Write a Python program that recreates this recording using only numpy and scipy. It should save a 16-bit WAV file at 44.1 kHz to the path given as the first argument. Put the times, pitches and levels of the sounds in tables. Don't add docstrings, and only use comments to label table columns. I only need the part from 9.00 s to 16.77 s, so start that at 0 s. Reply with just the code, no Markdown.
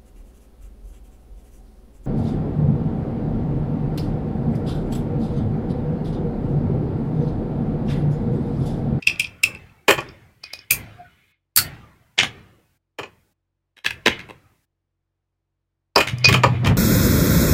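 import sys
import numpy as np
from scipy import signal
from scipy.io import wavfile
from scipy.ndimage import uniform_filter1d, minimum_filter1d

SR = 44100
rng = np.random.default_rng(int(sys.argv[2]) if len(sys.argv) > 2 else 0)


def unload_audio(sound):
    columns = np.transpose(np.atleast_2d(sound))
    steps = np.round(np.clip(columns, -1, 1) * 32767)
    wavfile.write(sys.argv[1], SR, steps.astype(np.int16))


N = 342657
T = np.arange(N) / SR


# frequency in Hz, relative density in dB.
ROOM_NOISE = [(25, -23), (55, -9), (100, 7.5), (160, -3), (280, -10), (500, -14.5), (1000, -19),
              (2200, -18), (3300, -28), (5200, -37.5), (15000, -57.5)]
# frequency in Hz, rms level in dB.
BUZZ = [(48.4, -82.5), (91.5, -81), (140.0, -87), (328.4, -92)]

# start in seconds, level in dB, treble in dB.
BRICK_TICKS = [(0.025, -18.5, -21), (0.071, 5, -17.5), (0.101, -13, -23), (0.158, -23, -25.5),
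               (0.196, -2, -10.5), (0.203, -6, -12.5), (0.244, -11, -27), (0.435, 4, -10.5),
               (0.548, -21, -16.5), (0.695, -41, -28), (1.707, 1, -15)]
# delay in seconds, level against the tick in dB.
RATTLE = [(0.0095, -12), (0.025, -17.5)]
RATTLE_TREBLE_DB, BRICK_LOWS_DB = -11.5, -29.5
TOUCH_MS, TOUCH_MS_PER_DB = 1.3, 0.02

# start in seconds, level in dB,
# fall against landing in dB, lows of the landing in dB, treble in dB.
KNOCKS = [(0.8817, -1.5, -0.5, 0, -15.5), (0.8994, -9.5, 8.5, 4, -11.5), (0.9788, -18, 1.5, 2.5, -22),
          (3.9864, -20, -3.5, 1.5, -16.5), (4.0315, -22.5, -23, -4, -49), (6.9594, -15, -1, 13.5, -12),
          (6.9783, -5.5, -6, -1.5, -14), (7.004, -5, -4, -18, -17), (7.286, -3.5, -11, -7, -15),
          (7.3412, -2.5, -29, -7, -19), (7.4349, -4.5, -12, 4, -21.5), (7.662, -15.5, 4.5, 3, -14)]
FALL_FLAT_S, LANDING_MS, FALL_MS = 0.0082, 2.9, 2.2

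# time in seconds, level in dB before pulse shape and filters.
BUMPS = [(0.984, -16), (2.607, -22), (3.224, -18), (4.01, -28.5), (7.136, -9.5), (7.281, -4.5), (7.317, 0),
         (7.481, -3.5), (7.649, -2)]
# time in seconds, rms level in dB before the filters.
RUB = [(6.98, -42), (7.378, -13.5), (7.43, -24.5), (7.46, -12), (7.592, -20.5), (7.716, -8), (7.77, -23)]

# start in seconds, level in dB, treble in dB.
PART_TICKS = [(1.006, -38, 4.5), (1.0883, -38, -65), (1.438, -23.5, -13), (1.535, -20.5, -8.5),
              (1.5901, -33, -25), (6.96, -4, -13), (7.1841, -32.5, 0), (7.2449, -1.5, -31),
              (7.254, -1, -44)]
PART_LOWS_DB = -14

# start of the hold in seconds, hold in seconds,
# level in dB before the rustle gain.
RUSTLES = [(1.45, 0.17, -48), (1.98, 0.33, -61), (2.63, 0.046, -42), (5.102, 0.02, -29), (7.1, 0.7, -44.5),
           (7.27, 0.057, -27)]
RUSTLE_RISE_DB_PER_S, RUSTLE_FALL_DB_PER_S = 597.5, 219

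# start in seconds, level in dB, treble in dB, length in ms.
PEG_SNAPS = [(1.708, -12, 16, 1.13), (2.562, -6, 11, 0.79), (2.572, -5.5, 5, 3.1), (2.585, -6.5, -5, 3)]
PEG_LOWS_DB = -27

# peak time in seconds, mean pitch in Hz,
# level of the fundamental at the peak in dB.
SQUEAKS = [(2.004, 705, -36.5), (2.056, 1480, -48.5), (2.628, 4627, -39.5), (2.655, 1822, -42),
           (2.838, 1200, -51.5)]
SQUEAK_RISE_DB_PER_S, SQUEAK_FALL_DB_PER_S = 800, 360

# start in seconds, level in dB,
# lows in dB, treble in dB, fade per catch in dB.
SCRAPES = [(3.1805, -5.5, -9, -26, 5), (3.1885, 6, -14.5, -26, 4), (3.2328, -2.5, -3.5, -16.5, 9),
           (7.074, -7, -10, -14.5, 3.5), (7.3275, -0.5, -8, -13.5, 10), (7.648, -9.5, -2.5, -19, 1.5),
           (7.675, -12.5, -1, -19, 4.5)]
CATCH_GAP_S, CATCH_MS = 0.011, 4.83

# start in seconds, level in dB,
# lows in dB, treble in dB, fade per crackle in dB (below zero it grows).
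LEAFLET_FLICKS = [(4.768, -38.5, -12.5, -15, -1), (4.8455, -17, -12.5, -18.5, -1),
                  (4.8621, -3.5, -38, -20, 10), (4.907, -13.5, -24.5, -17.5, 15),
                  (5.0605, -0.5, -3.5, -23, 0.8), (5.1921, -22.5, -22, -22, 3.5),
                  (5.2878, -34, 4, -15.5, -2)]
CRACKLE_GAP_S, CRACKLE_MS = 0.0092, 1.29

# frequency in Hz, width in Hz before damping, gain in dB.
BRICK = [(2373, 170, -7), (2628, 130, 0.5), (2751, 76, -14), (3170, 150, -16.5), (5090, 270, -18.5),
         (5670, 100, -18), (7743, 1100, -27.5), (9050, 1000, -23), (9780, 160, -27)]
TABLE = [(272, 310, -8.5), (395, 80, 5), (630, 71, -0.5), (825, 83, 0), (1075, 210, -0.5), (1300, 110, -1),
         (1396, 56, -3.5), (1810, 100, -3), (2468, 99, 0.5), (3110, 170, -6), (4170, 97, -18),
         (4637, 93, -14), (7200, 500, -17), (9480, 150, -19.5), (14500, 600, -23.5)]
STAND = [(124.2, 6.6, 7), (83, 51, -11), (163.7, 34.5, -14.5)]
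PART = [(2484, 28, 3.5), (3320, 50, -9), (4050, 150, -10.5), (4811, 170, 0.5), (5418, 170, -5),
        (6280, 180, -10.5), (9620, 250, -27.5)]
EDGE = [(1730, 140, -10), (2159, 100, 3.5), (2400, 190, -3.5), (2950, 76, 0), (3370, 210, -9.5),
        (3790, 73, -2.5), (5300, 376, -56.5), (6420, 210, -7), (9400, 150, -7.5)]
PEG = [(1310, 53, -1), (4560, 86, 6), (7590, 36, -7), (8390, 100, -1), (9630, 12, -12), (11500, 89, -2),
       (13500, 190, -12), (14400, 47, -6.5), (13900, 30, -0.5)]
LEAFLET = [(257, 270, 5), (534.5, 128, 7.5), (872, 225, 5), (1050, 187, 6), (1676, 114, 0.5),
           (2120, 160, 1), (2615, 180, 0.5), (3320, 120, -1), (3878, 153, -7.5), (4980, 320, -35),
           (8100, 500, -24.5), (13670, 960, -27.5)]

TOP_HZ = 15800


def undb(db):
    return 10 ** (np.asarray(db) / 20)


def unit(x):
    return x / np.sqrt(np.sum(x ** 2) + 1e-20)


def curve(rows, column):
    rows = np.array(rows)
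    return np.interp(T, rows[:, 0], rows[:, column])


def during(rows):
    inside = (T > rows[0][0]) & (T < rows[-1][0] + .02)
    return uniform_filter1d(1. * inside, size=600)


def swell(s, hold, db, rise, fall):
    before, after = np.maximum(s - T, 0), np.maximum(T - s - hold, 0)
    return undb(np.maximum(db - rise * before - fall * after, -200))


def add(track, s, x):
    i = max(int(s * SR), 0)
    track[i:i + len(x)] += x[:N - i]


def band(x, hz, kind, order=3):
    return signal.sosfilt(signal.butter(order, hz, kind, fs=SR, output="sos"), x)


def ring(x, modes, damping=1):
    total = 0
    for k, (hz, width, db) in enumerate(modes):
        q = max(hz / (width * damping), 1)
        b, a = signal.iirpeak(min(hz, .45 * SR), q, SR)
        total = total + (-1) ** k * undb(db) * signal.lfilter(b, a, x)
    return total


def contacts(events, modes, damping, crack_db, tick_db, brush_db, bright_hz, gain_db):
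    track = np.zeros(N)
    t = np.arange(-SR // 140, SR // 14) / SR
    for s, db, low_db, high_db, ms in events:
        length = max(ms, .2) / 1000
        brush = undb(brush_db) * np.exp(-np.abs(t) / .0018)
        grip = brush + np.maximum(t, 0) / length * np.exp(-np.abs(t) / length)
        slips = rng.standard_normal(len(t)) * undb(2.9 * rng.standard_normal(len(t))) * grip
        force = undb(tick_db) * (t == 0) + unit(slips)
        x = ring(force, modes, damping) + undb(crack_db) * force
        low = band(x, [190, 1400], "band")
        mid = band(x, [1500, 6000], "band")
        high = band(x, 6300, "high")
        reach_hz = np.clip(bright_hz * 2 ** ((db + high_db) / 45), 5000, .45 * SR)
        high = band(high, reach_hz, "low", order=2)
        x = unit(mid) + undb(low_db) * unit(low) + undb(high_db) * unit(high)
        add(track, s + t[0], x * undb(db + gain_db) * np.sqrt(SR * (length + 0.0015)))
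    return track


def touch_ms(db):
    return TOUCH_MS + TOUCH_MS_PER_DB * db


def stutter(events, gap_s, ms, count=3):
    return [(s + k * gap_s, db - k * fade_db, lows_db, treble_db, ms)
            for s, db, lows_db, treble_db, fade_db in events for k in range(count)]


def room_noise(waver_db=4):
    hz, db = np.transpose(ROOM_NOISE)
    f, _, frames = signal.stft(rng.standard_normal(N), SR, nperseg=1024)
    f = f[:, None]
    waver = uniform_filter1d(rng.standard_normal(frames.shape), size=3, axis=0)
    waver = uniform_filter1d(waver, size=8, axis=1)
    spectrum_db = np.interp(np.log(f + 1), np.log(hz), db)
    gain = undb(spectrum_db + waver_db * waver / waver.std() * (f > 300))
    return unit(signal.istft(frames * gain, SR)[1][:N]) * np.sqrt(N)


def suppressed_noise(sound, open_db=-14, release_db=62, shut_db=-37, noise_db=-33, hiss_db=-68, start_db=-30):
    power = band(band(sound, 370, "high") ** 2, 3.1, "low", order=1)
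    level = 10 * np.log10(power + 1e-12)
    held = np.maximum.accumulate(np.maximum(level + release_db * T, start_db)) - release_db * T
    gain_db = np.minimum(held - open_db, 0)
    is_open = uniform_filter1d(1. * (gain_db > shut_db), size=500)
    hiss = undb(hiss_db + 0.11 * gain_db) * rng.standard_normal(N)
    return is_open * (undb(noise_db + gain_db) * room_noise() + hiss)


def buzz(rest_db=-86):
    lines = 0
    for hz, db in BUZZ:
        lines = lines + np.sqrt(2) * undb(db) * np.sin(2 * np.pi * (hz * T + rng.random()))
    rest = unit(band(rng.standard_normal(N), 350, "low", order=1)) * np.sqrt(N)
    return lines + undb(rest_db) * rest


def brick_ticks():
    hits = []
    for s, db, treble_db in BRICK_TICKS:
        hits.append((s, db, BRICK_LOWS_DB, treble_db, touch_ms(db)))
        for delay, drop_db in RATTLE:
            rattle_db = db + drop_db
            hits.append((s + delay, rattle_db, BRICK_LOWS_DB, treble_db + RATTLE_TREBLE_DB, touch_ms(rattle_db)))
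    return contacts(hits, BRICK, damping=1.1, crack_db=-36.0, tick_db=-21, brush_db=-16,
                    bright_hz=17200, gain_db=-7.5)


def knocks():
    hits = []
    for s, db, fall_db, lows_db, treble_db in KNOCKS:
        hits.append((s, db, lows_db, treble_db, LANDING_MS))
        hits.append((s + FALL_FLAT_S, db + fall_db, lows_db - fall_db, treble_db, FALL_MS))
    return contacts(hits, TABLE, damping=1.5, crack_db=-24.5, tick_db=-6.0, brush_db=-21.5,
                    bright_hz=19100, gain_db=-6.5)


def stand():
    boom = signal.hilbert(ring(rng.standard_normal(N), STAND))
    boom = boom.real / np.sqrt(uniform_filter1d(np.abs(boom) ** 2, size=1100) / 2)
    out = boom * undb(curve(RUB, 1)) * during(RUB)
    t = np.arange(SR // 10) / SR
    pulse = -np.sin(2 * np.pi * 115 * t) * (t / 0.0064) * np.exp(1 - t / 0.0043)
    for s, db in BUMPS:
        add(out, s - .004, undb(db) * pulse)
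    return band(band(out, 100, "high", order=2), 2319, "low", order=2)


def part_ticks():
    hits = [(s, db, PART_LOWS_DB, treble_db, touch_ms(db)) for s, db, treble_db in PART_TICKS]
    return contacts(hits, PART, damping=1.2, crack_db=-23.5, tick_db=-30, brush_db=-7.5,
                    bright_hz=16000, gain_db=-0.5)


def rustle(grain_db=5, waver_db=5, gain_db=-2):
    slips = rng.standard_normal(N) * undb(grain_db * rng.standard_normal(N))
    knots = np.arange(0, N / SR + .05, .04)
    x = 0
    for mode in EDGE[:5]:
        waver = np.interp(T, knots, rng.standard_normal(len(knots)))
        x = x + ring(slips, [mode]) * undb(waver_db * waver)
    x = unit(band(x, [900, 4000], "band")) * np.sqrt(N)
    swells = sum(swell(s, hold, db, RUSTLE_RISE_DB_PER_S, RUSTLE_FALL_DB_PER_S) for s, hold, db in RUSTLES)
    return x * undb(gain_db) * swells


def peg_snaps():
    hits = [(s, db, PEG_LOWS_DB, treble_db, ms) for s, db, treble_db, ms in PEG_SNAPS]
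    return contacts(hits, PEG, damping=2.5, crack_db=-9, tick_db=-9.5, brush_db=-44.5,
                    bright_hz=22000, gain_db=-6)


def squeaks(overtone_db=-26, waver=0.02):
    chance = uniform_filter1d(rng.standard_normal(N), size=225) * np.sqrt(225)
    turns = 2 * np.pi * np.cumsum(1 + waver * chance) / SR
    out = 0
    for s, hz, db in SQUEAKS:
        phase = hz * turns
        overtones = np.sin(2 * phase) + .5 * np.sin(3 * phase)
        tone = np.sin(phase) + undb(overtone_db) * overtones
        out = out + np.sqrt(2) * tone * swell(s, 0, db, SQUEAK_RISE_DB_PER_S, SQUEAK_FALL_DB_PER_S)
    return out


def scrapes():
    hits = stutter(SCRAPES, CATCH_GAP_S, CATCH_MS)
    return contacts(hits, EDGE, damping=2.16, crack_db=-16.0, tick_db=-19.0, brush_db=11,
                    bright_hz=15800, gain_db=-14.5)


def leaflet():
    hits = stutter(LEAFLET_FLICKS, CRACKLE_GAP_S, CRACKLE_MS)
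    return contacts(hits, LEAFLET, damping=1.26, crack_db=-18, tick_db=-26, brush_db=-12.5,
                    bright_hz=22500, gain_db=-6.5)


def room(x, near_db, near_t60, far_db=-18, far_t60=0.41, far_hz=2600):
    t = np.arange(SR) / SR
    near = rng.standard_normal(SR) * undb(-60 * t / near_t60) * (1 - np.exp(-(t / 0.0071) ** 2))
    far = band(rng.standard_normal(SR), far_hz, "low") * undb(-60 * t / far_t60) * (1 - np.exp(-t / 0.0073))
    echoes = undb(near_db) * unit(near) + undb(far_db) * unit(far) * np.sqrt(2 * far_hz / SR)
    return x + signal.fftconvolve(x, echoes)[:N]


def scene():
    held = brick_ticks() + part_ticks() + leaflet()
    away = peg_snaps() + scrapes() + knocks()
    sound = room(held, near_db=-9.5, near_t60=0.15) + room(away, near_db=-6.0, near_t60=0.135)
    sound = sound + rustle() + stand() + squeaks()
    return (sound + suppressed_noise(sound) + buzz())[None]


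def record(dry, ceiling=1.0):
    need = np.minimum(1, ceiling / (np.abs(dry) + 1e-9))
    gain = uniform_filter1d(minimum_filter1d(need, size=25), size=25)
    return signal.sosfilt(signal.ellip(10, .2, 85, TOP_HZ, fs=SR, output="sos"), dry * gain)


dry = scene()
out = record(dry)
unload_audio(out)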